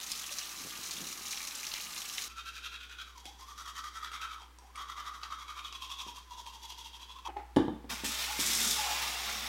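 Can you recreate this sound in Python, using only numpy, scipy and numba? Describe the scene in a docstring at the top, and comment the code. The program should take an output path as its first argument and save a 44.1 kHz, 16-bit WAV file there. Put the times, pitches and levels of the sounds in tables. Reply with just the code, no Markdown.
"""Teeth are scrubbed close by, in bouts of mostly eleven to thirteen strokes a second, in a small bathroom:
bristle flicks excite the moving resonances of a mouth. Before that a tap runs into a plastic basin and
spatters on the toothbrush: random impacts, bubbles and splashes. Afterwards a mug scuffs and knocks in the
basin, as ringing modes, and the tap runs over its rim and into it. Mains hum and ventilation lie underneath."""
import sys
import numpy as np
from scipy import signal
from scipy.fft import rfft, irfft, next_fast_len
from scipy.io import wavfile
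from scipy.ndimage import uniform_filter1d, map_coordinates
from numba import njit

SR = 44100
rng = np.random.default_rng(int(sys.argv[2]) if len(sys.argv) > 2 else 0)


def unload_wav(signal):
    """Save mono or channel-first audio to the path in sys.argv[1] as 16-bit WAV at rate SR, clipped to [-1, 1]."""
    wavfile.write(
        sys.argv[1],
        SR,
        np.round(np.clip(np.atleast_2d(signal).T, -1, 1) * 32767).astype(np.int16),
    )


N = 418068
TIME = np.arange(N) / SR  # s

# Levels here are relative: the functions trim and vary them.
# The near tap and the brushing stop short; the tap opens again [s].
NEAR_END_S, BRUSH_END_S, FAR_START_S = 2.283, 7.285, 7.89
TOP_HZ = 15850  # upper limit of the microphone's band

# Mains hum: (time [s], level [dB])
HUM_LEVEL = [(0, -68), (2.27, -69.5), (2.29, -58), (7.24, -58.5), (7.29, -53.5), (9.48, -53.5)]
# Rush of ventilation: (frequency [Hz], density [dB per Hz])
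AIR_SPECTRUM = [(25, -2), (100, -4), (170, -3), (310, 1), (470, -2.5), (600, -11.5), (1000, -0.5),
                (2000, -5.5), (5000, -12.5), (15000, -20)]
# Reverberation between close hard walls: (frequency [Hz], t60 [s])
ROOM_DECAY = [(150, 0.43), (400, 0.37), (1000, 0.51), (3500, 0.48), (12000, 0.28)]

# Bumps and knocks on the basin: (time [s], level [dB], hardness of the contact [Hz])
BASIN_KNOCKS = [(3.256, -51.5, 600), (6.065, -41.5, 600), (7.562, -24.5, 5900), (7.568, -10, 560),
                (7.584, -23, 1800), (7.601, -25, 560), (7.681, -20.5, 600), (7.843, -36.5, 700),
                (8.036, -30, 800), (8.391, -29.5, 280)]
# Modes of the basin and the mug in it: (frequency [Hz], level [dB], t60 [s])
BASIN_MODES = [(92, -19, 0.26), (150, -15, 0.088), (228.7, -8.5, 0.18), (301, -6.5, 0.17),
               (278.7, -4, 0.11), (335, 0, 0.039), (379.5, -12, 0.1), (456, -12, 0.067), (793, -5.5, 0.047),
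               (862, -4, 0.063), (907, -12, 0.062), (1137, -6.5, 0.039), (1650, -1.5, 0.017),
               (3080, -2, 0.019), (3540, -12, 0.2), (3740, -5, 0.021), (4700, -29, .2)]
# The mug scuffs as it is handled: (time [s], level [dB], length [s])
MUG_SCUFFS = [(7.294, -39, 0.011), (7.37, -34.5, 0.00326), (7.396, -40, 0.011)]
# Resonances of the scuffed mug: (frequency [Hz], width [Hz], level [dB])
SCUFF_MODES = [(355, 125, -5.5), (814, 93, 2.5), (1300, 150, -11), (1980, 880, -18.5)]

# The stream meets a new surface as the mug moves, last of all its inside:
# (time [s], gurgle level [dB], spray level [dB], drumming level [dB], surge [dB])
STREAM_LANDINGS = [(7.903, -52, -54, -65, 15), (8.043, -46.5, -43, -70, 8), (8.19, -42, -44.5, -67.5, 4.5),
                   (8.387, -41.5, -32.5, -50, 0), (8.735, -39, -38, -67, -2.5)]
# The stream dips into the mug and rings its air: (time [s], length [s], level [dB])
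MUG_AIR_RINGS = [(8.28, 0.021, -37.5), (8.77, .135, -40)]
# Trapped air gurgles out as the tap opens: (time [s], length [s], level [dB], pitch [Hz])
TAP_COUGH = (7.895, .04, -45, 1080)
# Water churning in the mug: (frequency [Hz], density [dB per Hz])
GURGLE_SPECTRUM = [(200, -16.5), (550, -12), (800, -7), (1000, -6.5), (1170, -3.5), (1400, -9), (2300, -1),
                   (3000, -3.5), (3700, -1), (4400, -7), (5400, -3.5), (7500, -18.5), (15000, -16)]
# Water spraying off the rim: (frequency [Hz], density [dB per Hz])
SPRAY_SPECTRUM = [(900, -31), (2600, -12), (3500, 2), (4400, -4), (5500, 1.5), (7800, -0.5), (9500, -6),
                  (12000, -6), (14500, -12.5), (16000, -19)]
# Water drumming on the basin: (frequency [Hz], density [dB per Hz])
DRUM_SPECTRUM = [(70, -22), (130, -7), (210, -2.5), (340, -5), (480, -12.5), (1500, -42)]
SETTLE_S, SHIFT_S = 0.039, .008  # a surge dies away; the stream crosses to the next surface
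# The water deepens in the mug and cushions the stream; the full mug spills onto the basin.
DEEPEN_S, GURGLE_LOSS_DB, SPRAY_LOSS_DB, OVERFLOW_DB = 0.47, 5.5, 12.5, 8
SPUTTER_DB, SPUTTER_RATE = 0.86, 35  # uneven churning: depth, random knots a second
MUG_HZ, MUG_WIDTH_HZ, MUG_ATTACK_S, MUG_RELEASE_S = 842, 63, 0.0096, 0.025
GLUG_START_S, GLUG_DB, GLUG_FADE_DB_PER_S = 8.85, -42, 23  # large bubbles, once there is water to trap them

# Loudest drops bursting near the tap: (time [s], level [dB], pitch [Hz])
DROP_SPLASHES = [(0.1027, -33, 6100), (0.1176, -21.5, 6440), (0.385, -24.5, 5520), (0.9098, -26, 6050),
                 (1.3259, -27, 5470), (1.3737, -29, 3610), (1.5539, -28.5, 6500), (1.6676, -25.5, 5440),
                 (1.717, -29, 3940), (1.7384, -23, 4100), (2.1809, -26.5, 3460), (2.2204, -25, 5640)]
# One large bubble in the drain: (time [s], level [dB], pitch [Hz])
DRAIN_PLOP = (.312, -49, 580)
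# Stream hissing on the basin: (frequency [Hz], density [dB per Hz])
STREAM_SPECTRUM = [(100, -14.5), (300, -10.5), (520, -14), (700, -9), (820, -4), (950, -6.5), (1200, 3),
                   (1360, -3.5), (1600, -4), (3000, -5.5), (6000, -5), (9000, -10), (13000, -8.5),
                   (16000, -15.5)]
# Bursts of spatter: (frequency [Hz], density [dB per Hz])
SPATTER_SPECTRUM = [(700, -37), (1600, -15.5), (2300, -3.5), (3300, -6.5), (4000, 3.5), (4600, -3.5),
                    (5600, 3.5), (6700, 2), (7600, -5.5), (10000, -6.5), (16000, -16)]
# Water spills off the brush and drums on the basin: (time [s], level [dB], half length [s])
BRUSH_SPILLS = [(0.661, -53.5, 0.044), (.8, -60.5, 0.035), (1.012, -54, 0.069), (1.197, -65, 0.057)]
SPATTER_DB, DRUM_DB = -42, -68.5  # the bare stream on the basin
# The bristles sit in the stream and soften its spatter: middle, half length, loss.
CUSHION_S, CUSHION_HALF_S, CUSHION_DB = .66, .23, 4

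# Bouts of back-and-forth brushing:
# (first stroke [s], last stroke [s], number of strokes, return stroke comes early by [s])
BRUSH_BOUTS = [(2.303, 3.272, 12, .002), (3.414, 4.425, 12, .008), (4.657, 4.795, 2, 0),
               (4.907, 6.172, 16, 0), (6.326, 7.268, 13, .011)]
# How hard the brush bears and where it sits:
# (time [s], pressure level [dB], mouth cavity over that [dB], teeth over that [dB])
BRUSH_PRESSURE = [(2.3, -55, 6.5, 0.5), (2.4, -51, 6, 3), (2.66, -51.5, 5.5, 5.5), (2.8, -57, 6.5, 6.5),
                  (3.02, -56.5, 7, 6.5), (3.1, -60, 4, 0), (3.28, -55, 2, 0), (3.42, -57, 7, -1),
                  (3.62, -50, 5, 0), (3.97, -51, 7, 2), (4.3, -54, 16, 6.5), (4.42, -65.5, 9, 5),
                  (4.65, -75, 16, -4), (4.79, -54, 10.5, 5), (5.12, -54, 14, 2.5), (5.6, -56, 11, 5.5),
                  (5.85, -51.5, 3, 7.5), (6.2, -54.5, 6, 2.5), (6.87, -53.5, 0.5, 5.5),
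                  (7.22, -64, 10.5, 9.5), (7.27, -55.5, 16, 7.5)]
# The lips open and round: (time [s], mouth cavity resonance [Hz])
LIPS = [(2.28, 1310), (2.7, 1444), (3.04, 1356), (3.26, 725), (3.37, 960), (3.55, 1190), (4.05, 1297),
        (4.33, 1280), (4.44, 850), (4.57, 1050), (4.64, 760), (4.76, 1190), (5.58, 1202), (5.84, 1068),
        (6.5, 944), (7.27, 990)]
# The tongue moves: (time [s], second resonance of the mouth [Hz])
TONGUE_PLACE = [(2.7, 2570), (3.04, 2420), (3.38, 1900), (4.05, 1790), (4.22, 2400), (4.7, 1870),
                (5.25, 1870), (5.84, 2810), (6.8, 2920), (7.27, 2530)]
# The brush head clicks against the teeth: (time [s], mouth cavity level [dB], tick level [dB])
TEETH_CLICKS = [(2.895, -46, -39), (3.255, -45, -28), (4.116, -34, -35), (4.419, -40.5, -39),
                (4.586, -47, -36.5), (4.756, -44, -32), (4.981, -35, -45), (5.232, -32, -28),
                (5.725, -39, -30.5), (6.159, -42, -44), (6.464, -44, -35)]
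# Hiss of the bristles: (frequency [Hz], density [dB per Hz])
BRISTLE_SPECTRUM = [(500, -30), (1550, -22), (1900, -7), (2900, -12), (3900, -3), (4300, -4.5), (4700, 2.5),
                    (5200, -3.5), (6600, -2), (7600, -8), (9500, -12.5), (11000, -11), (13500, -13.5),
                    (16000, -26)]
# Half width as a share of the period, steepness, power left at the turn.
STROKE_WIDTH, STROKE_EDGE, TURN_REST = .25, 3.06, .02
# No two strokes alike: level, share by which the resonances move.
STROKE_SCATTER_DB, JAW_SWAY = 1.26, .021
THIRD_HZ, FOURTH_HZ, FIFTH_HZ = 3288, 3654, 5680  # the upper resonances of the mouth hardly move


def amp(db):
    """Decibels to gain."""
    return 10 ** (np.asarray(db) / 20)


def unit(x):
    """Scale to rms 1."""
    return x / np.sqrt(np.mean(x ** 2) + 1e-20)


def along(points, hz):
    """Read (frequency [Hz], value) points on a log axis."""
    f, v = np.transpose(points)
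    return np.interp(np.log(hz + 1), np.log(f + 1), v)


def curves(rows):
    """One value per sample for each column after the time."""
    s, *cols = np.transpose(rows)
    return [np.interp(TIME, s, c) for c in cols]


def wobble(rate):
    """A smooth random curve, rate knots a second."""
    knots = rng.standard_normal(int(N * rate / SR) + 4)
    return map_coordinates(knots, [TIME * rate], order=2)


def swell(s, half_s, edge):
    """A rounded bump of height 1 around time s; a higher edge makes it squarer."""
    return np.exp(-np.abs((TIME - s) / half_s) ** edge)


def add(track, s, sound):
    """Mix a sound into the track from time s."""
    part = track[max(round(s * SR), 0):][:len(sound)]
    part += sound[:len(part)]


def colour(x, spectrum):
    """Causal (minimum-phase) filter with the given spectrum; the result has rms 1."""
    m = 2 * next_fast_len(N // 2 + SR // 8)
    cepstrum = irfft(np.log(amp(along(spectrum, np.fft.rfftfreq(m, 1 / SR)))), m)
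    cepstrum[1:m // 2] *= 2
    cepstrum[m // 2 + 1:] = 0
    return unit(irfft(rfft(x, m) * np.exp(rfft(cepstrum)), m)[:N])


@njit
def sweep(x, turn, radius):
    """A two-pole band-pass whose centre and width move from sample to sample."""
    y = np.zeros(len(x))
    for i in range(2, len(x)):
        r = radius[i]
        y[i] = (1 - r) * (x[i] - x[i - 2]) + 2 * r * np.cos(turn[i]) * y[i - 1] - r * r * y[i - 2]
    return y


def resonate(x, hz, width_hz):
    """A resonance of peak gain about 1, fixed or moving."""
    turn = 2 * np.pi * hz / SR * np.ones(N)
    return sweep(x, turn, np.exp(-np.pi * width_hz / SR) * np.ones(N))


def hollow(x, hz, width_hz, skirt):
    """A resonance with steep sides: a second one, skirt times as wide, darkens the valleys."""
    return resonate(resonate(x, hz, width_hz), hz, width_hz * skirt)


def patter(rate, spread_db):
    """Tiny impacts at random times and of clipped log-normal size, rms 1."""
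    count = int(rate * N / SR)
    sign = rng.choice([-1, 1], count)
    size = sign * amp(spread_db * np.clip(rng.standard_normal(count), -2.5, 2.5))
    return unit(np.bincount(rng.integers(0, N, count), size, N))


def ping(hz, cycles, rise):
    """A damped resonance swells within a cycle and rings for some cycles (to -60 dB); a bubble's pitch rises."""
    turns = np.arange(int(cycles / hz * SR) + 2) * hz / SR
    u = turns / cycles
    tone = np.sin(2 * np.pi * turns * (1 + rise * u / 2))
    return tone * np.exp(-np.log(1000) * u) * (1 - np.exp(-(2 * turns) ** 2))


def bubbles(t0, t1, rate, hz, scatter, cycles, spread_db):
    """A cloud of bubbles of many sizes between two times, rms 1 while it lasts; scatter in octaves."""
    out = np.zeros(N)
    for when, pitch, size in rng.random((int(rate * (t1 - t0)), 3)):
        bubble = ping(hz * 2 ** (scatter * (2 * pitch - 1)), cycles, rise=0.36)
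        add(out, t0 + when * (t1 - t0), amp(spread_db * size ** 2) * bubble)
    return unit(out) * np.sqrt((t1 - t0) / (N / SR))


def room(x, wet_db):
    """Close hard walls; the source keeps moving, so each stretch of sound gets its own decaying noise tail."""
    echo, hop = np.zeros(N), SR // 5
    hz, t, _ = signal.stft(np.zeros(SR // 3), SR, nperseg=256)
    decay = amp(-60 * t / along(ROOM_DECAY, hz)[:, None])
    decay = decay * (1 + 1.06 * np.exp(-t / 0.0056))  # the first reflections are the strongest
    for start in range(0, N, hop):
        noise = signal.stft(rng.standard_normal(SR // 3), nperseg=256)[2]
        tail = signal.istft(decay * noise, nperseg=256)[1]
        reflected = signal.fftconvolve(x[start:start + hop], tail / np.linalg.norm(tail))
        add(echo, start / SR + .0025, reflected)
    return (x + amp(wet_db) * echo) / np.hypot(1, amp(wet_db))  # keep the loudness


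def background():
    """Mains hum, a 60 Hz sine, and the faint rush of ventilation, filtered noise."""
    hum = amp(curves(HUM_LEVEL)[0]) * unit(np.sin(2 * np.pi * 60 * TIME))
    return hum + amp(-64.0) * colour(rng.standard_normal(N), AIR_SPECTRUM)


def knocks():
    """Knocks on the basin: the mug lands and rocks, and the stream's surges strike it too. Damped modes and a
    crack; a soft contact weakens the high modes."""
    out, t = np.zeros(N), np.arange(SR // 2) / SR
    hz, level, t60 = np.transpose(BASIN_MODES)[:, :, None]
    for s, db, hard_hz in BASIN_KNOCKS:
        strength = amp(level + rng.normal(0, 2.4, hz.shape)) / np.hypot(1, (hz / hard_hz) ** 1.23)
        tones = np.sin(2 * np.pi * hz * t + rng.normal(0, 0.41, hz.shape))
        ring = np.sum(strength * amp(-60 * t / t60) * tones, axis=0)
        band = signal.butter(2, [140, np.clip(hard_hz, 300, SR / 3)], 'band', fs=SR)
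        crack = signal.lfilter(*band, rng.standard_normal(len(t))) * amp(-60 * t / 0.042)
        add(out, s, amp(db - 3.5) * (ring + amp(0.5) * crack) * (1 - np.exp(-t / 0.00071)))
    # the knocks carry no deep bass
    radiated = signal.sosfilt(signal.butter(2, 75, 'high', fs=SR, output='sos'), out)
    return room(radiated, wet_db=-2.0)


def scuffs():
    """The hollow mug is dragged and lifted: rubbing impacts excite its resonances."""
    rub = patter(rate=2500, spread_db=2)
    body = unit(sum(amp(db) * hollow(rub, hz, width, skirt=2.1) for hz, width, db in SCUFF_MODES))
    sound = body * sum(amp(db - 3) * np.exp(-((TIME - s) / length) ** 2 / 2) for s, db, length in MUG_SCUFFS)
    for s, db, length in MUG_SCUFFS:  # each first touch rings the air inside
        add(sound, s - length, amp(db + 4) * ping(830, cycles=40, rise=0))
    return room(sound, wet_db=-4.0)


def landing():
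    """Gurgle, spray and drumming in dB: the stream surges on each surface, settles, and changes as the mug fills."""
    starts, *levels, surge_db = np.transpose(STREAM_LANDINGS)
    now = np.maximum(np.searchsorted(starts, TIME) - 1, 0)
    surge = surge_db[now] * np.exp(-np.abs(TIME - starts[now]) / SETTLE_S)
    surging = np.array(levels)[:, now] + surge
    gurgle_db, spray_db, drum_db = uniform_filter1d(surging, int(SHIFT_S * SR))
    depth = 1 - np.exp(-np.maximum(TIME - starts[-1], 0) / DEEPEN_S)
    return gurgle_db - GURGLE_LOSS_DB * depth, spray_db - SPRAY_LOSS_DB * depth, drum_db + OVERFLOW_DB * depth


def gurgle(level_db):
    """Water churns unevenly, as coloured impacts, and froths, as a cloud of rising bubbles."""
    churn = colour(patter(rate=6000, spread_db=3.0), GURGLE_SPECTRUM) * unit(amp(1.4 * wobble(120)))
    froth = bubbles(FAR_START_S, N / SR, rate=500, hz=2615, scatter=1.218, cycles=43, spread_db=11.5)
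    return amp(level_db + SPUTTER_DB * wobble(SPUTTER_RATE)) * (amp(3) * churn + amp(-5.0) * froth)


def spray(level_db):
    """Water sprays off the rim: bright, fluttering impacts of uneven size."""
    drops = colour(patter(rate=8000, spread_db=6.5), SPRAY_SPECTRUM)
    return amp(level_db + 1.0) * drops * unit(amp(2.0 * wobble(170)))


def drumming(level_db):
    """Water drums on the basin: the same blows feed a narrow resonance and a broad one."""
    blows = patter(rate=610, spread_db=1.0)
    boom = unit(hollow(blows, 227, 33, skirt=3))
    return amp(level_db) * unit(boom + amp(-2) * colour(blows, DRUM_SPECTRUM))


def mug_air():
    """The stream's impacts ring the air in the mug, with a short rise and a dying tail."""
    level = np.zeros(N)
    for s, length, db in MUG_AIR_RINGS:
        attack = np.clip((TIME - s) / MUG_ATTACK_S, 0, 1)
        level += amp(db) * attack * np.exp(-np.maximum(TIME - s - length, 0) / MUG_RELEASE_S)
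    return level * unit(hollow(patter(rate=900, spread_db=4.5), MUG_HZ, MUG_WIDTH_HZ, skirt=2.1))


def trapped_air():
    """Air gurgles out as the tap opens, then large bubbles glug in the mug and fade."""
    s, length, db, hz = TAP_COUGH
    cough = amp(db) * bubbles(s, s + length, rate=700, hz=hz, scatter=.45, cycles=22, spread_db=3)
    glug_db = GLUG_DB - GLUG_FADE_DB_PER_S * np.maximum(TIME - GLUG_START_S, 0)
    glugs = bubbles(GLUG_START_S, N / SR, rate=300, hz=930, scatter=.45, cycles=51, spread_db=5)
    return cough + amp(glug_db) * glugs


def fill():
    """Water sprays off the rim, drums on the basin, then churns in the mug and rings the air above it."""
    gurgle_db, spray_db, drum_db = landing()
    water = gurgle(gurgle_db) + spray(spray_db) + drumming(drum_db) + mug_air() + trapped_air()
    return room(water * np.clip((TIME - FAR_START_S) / .02, 0, 1), wet_db=-1.5)


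def spatter():
    """The stream bursts into small flurries of drops and fizzing bubbles, softer where the bristles sit in it."""
    cushion = CUSHION_DB * swell(CUSHION_S, CUSHION_HALF_S, edge=6.8)
    level_db = SPATTER_DB - cushion + 1.0 * wobble(16)
    # each burst starts at once and dies in a few ms
    flurry = signal.lfilter([1], [1, -np.exp(-1 / (0.0032 * SR))], patter(rate=120, spread_db=2.0) ** 2)
    bursts = colour(np.sqrt(flurry) * patter(rate=10000, spread_db=3), SPATTER_SPECTRUM)
    fizz = bubbles(0, NEAR_END_S, rate=280, hz=4610, scatter=1.1, cycles=18, spread_db=16.0)
    return amp(level_db) * (amp(-3.0) * bursts + amp(-8.0) * fizz)


def spills():
    """Water drums low on the basin, swelling as it spills off the brush."""
    level = amp(DRUM_DB) + sum(amp(db) * swell(s, half_s, edge=1.3) for s, db, half_s in BRUSH_SPILLS)
    return level * colour(patter(rate=260, spread_db=3), DRUM_SPECTRUM)


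def splash(hz):
    """A drop bursts with a crack and a ring, throws off droplets, and they patter down after it."""
    t = np.arange(SR // 5) / SR
    out = amp(-12) * rng.standard_normal(len(t)) * np.exp(-t / 0.0009)
    add(out, 0, ping(hz, cycles=26.0, rise=0.56))
    for delay, pitch in rng.random((7, 2)):
        droplet = ping(hz * 2 ** (1.4 * (pitch - .5)), cycles=29, rise=0.53)
        add(out, .006 * delay ** 2, amp(-5.5) * droplet)
    for delay, pitch in rng.random((10, 2)):
        fallen = ping(0.703 * hz * 2 ** (1.2 * (pitch - .5)), cycles=23, rise=.4)
        add(out, .05 * delay ** 2, amp(-12) * fallen)
    return out


def rinse():
    """The stream hisses on the basin as dense impacts, spatters, drums and splashes, until it stops short."""
    stream = amp(-47.5) * colour(patter(rate=14000, spread_db=3.0), STREAM_SPECTRUM)
    water = stream + spatter() + spills()
    for s, db, hz in DROP_SPLASHES:
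        add(water, s, amp(db + 0.9) * splash(hz))
    s, db, hz = DRAIN_PLOP
    add(water, s, amp(db) * ping(hz, cycles=100, rise=0.048))
    return room(water, wet_db=-6.5) * np.clip((NEAR_END_S - TIME) / 0.0028, 0, 1)


def strokes():
    """Speed of the brush: it peaks in the middle of each stroke and never quite rests at the turn."""
    power = np.zeros(N)
    for first, last, count, early in BRUSH_BOUTS:
        times, period = np.linspace(first, last, round(count), retstep=True)
        u = np.arange(-2, 2, 1 / (period * SR))  # periods from the middle of the stroke
        stroke = np.exp(-np.abs(u / STROKE_WIDTH) ** STROKE_EDGE) + TURN_REST * np.exp(-(u / 0.9) ** 2)
        for k, s in enumerate(times):
            add(power, s - early * (k % 2) - 2 * period, stroke)
    return np.sqrt(power) * amp(STROKE_SCATTER_DB * wobble(12))


def mouth_ring(flicks, hz, width_hz):
    """One mouth resonance; its pitch and strength sway as the brush moves about."""
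    moving_hz = hz * (1 + JAW_SWAY * wobble(22))
    ring = hollow(flicks, moving_hz, width_hz, skirt=3.1) / np.sqrt(width_hz)
    return amp(1.35 * wobble(16)) * unit(ring)


def bristle_sound(cavity_hz, cavity_db, teeth_db):
    """Bristle flicks excite five mouth resonances and a broad hiss of their own."""
    second_hz = curves(TONGUE_PLACE)[0]
    flicks = patter(rate=7000, spread_db=5.5)
    # rounded lips let the cavity ring longer
    cavity = amp(cavity_db - 0.93) * mouth_ring(flicks, cavity_hz, 140 * (cavity_hz / 1200) ** 2)
    # bared teeth bring out the second and fourth resonances
    bared_db = np.interp(cavity_hz, [950, 1200, 1400], [-10, -4, -1])
    bared = mouth_ring(flicks, second_hz, 210) + amp(-0.8) * mouth_ring(flicks, FOURTH_HZ, 230)
    scratch = amp(bared_db) * bared + amp(-1.5) * mouth_ring(flicks, THIRD_HZ, 220)
    hiss = amp(-5.0) * mouth_ring(flicks, FIFTH_HZ, 570)
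    hiss += amp(-0.54) * colour(patter(rate=6000, spread_db=5.5), BRISTLE_SPECTRUM)
    return cavity + amp(teeth_db) * scratch + hiss


def teeth_clicks(cavity_hz):
    """The brush head clicks on the teeth: the mouth cavity rings and a few tufts tick."""
    out = np.zeros(N)
    for s, ring_db, tick_db in TEETH_CLICKS:
        add(out, s, amp(ring_db) * ping(cavity_hz[round(s * SR)], cycles=48, rise=0))
        for delay, pitch in rng.random((8, 2)):  # tufts snap free together
            tick = ping(4500 * 2 ** (2.1 * (pitch - .5)), cycles=11, rise=0)
            add(out, s + .003 * delay, amp(tick_db - 3) * tick)
    return out


def brushing():
    """Bristles flick over the teeth in each stroke and excite the resonances of the mouth."""
    pressure_db, cavity_db, teeth_db = curves(BRUSH_PRESSURE)
    cavity_hz = curves(LIPS)[0]
    rubbing = amp(pressure_db) * strokes() * unit(amp(2.26 * wobble(190)))  # tufts catch and slip
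    scrub = rubbing * bristle_sound(cavity_hz, cavity_db, teeth_db) + teeth_clicks(cavity_hz)
    return room(scrub, wet_db=-3.0) * np.clip((BRUSH_END_S - TIME) / .004, 0, 1)


def scene():
    """Everything at one microphone in the small bathroom."""
    return (background() + knocks() + scuffs() + fill() + rinse() + brushing())[None]


def record(dry):
    """The microphone passes nothing above its band limit."""
    m = next_fast_len(N + SR // 2)
    passed = np.fft.rfftfreq(m, 1 / SR) < TOP_HZ
    return irfft(rfft(dry, m) * passed, m)[:, :N]


dry = scene()
out = record(dry)
unload_wav(out)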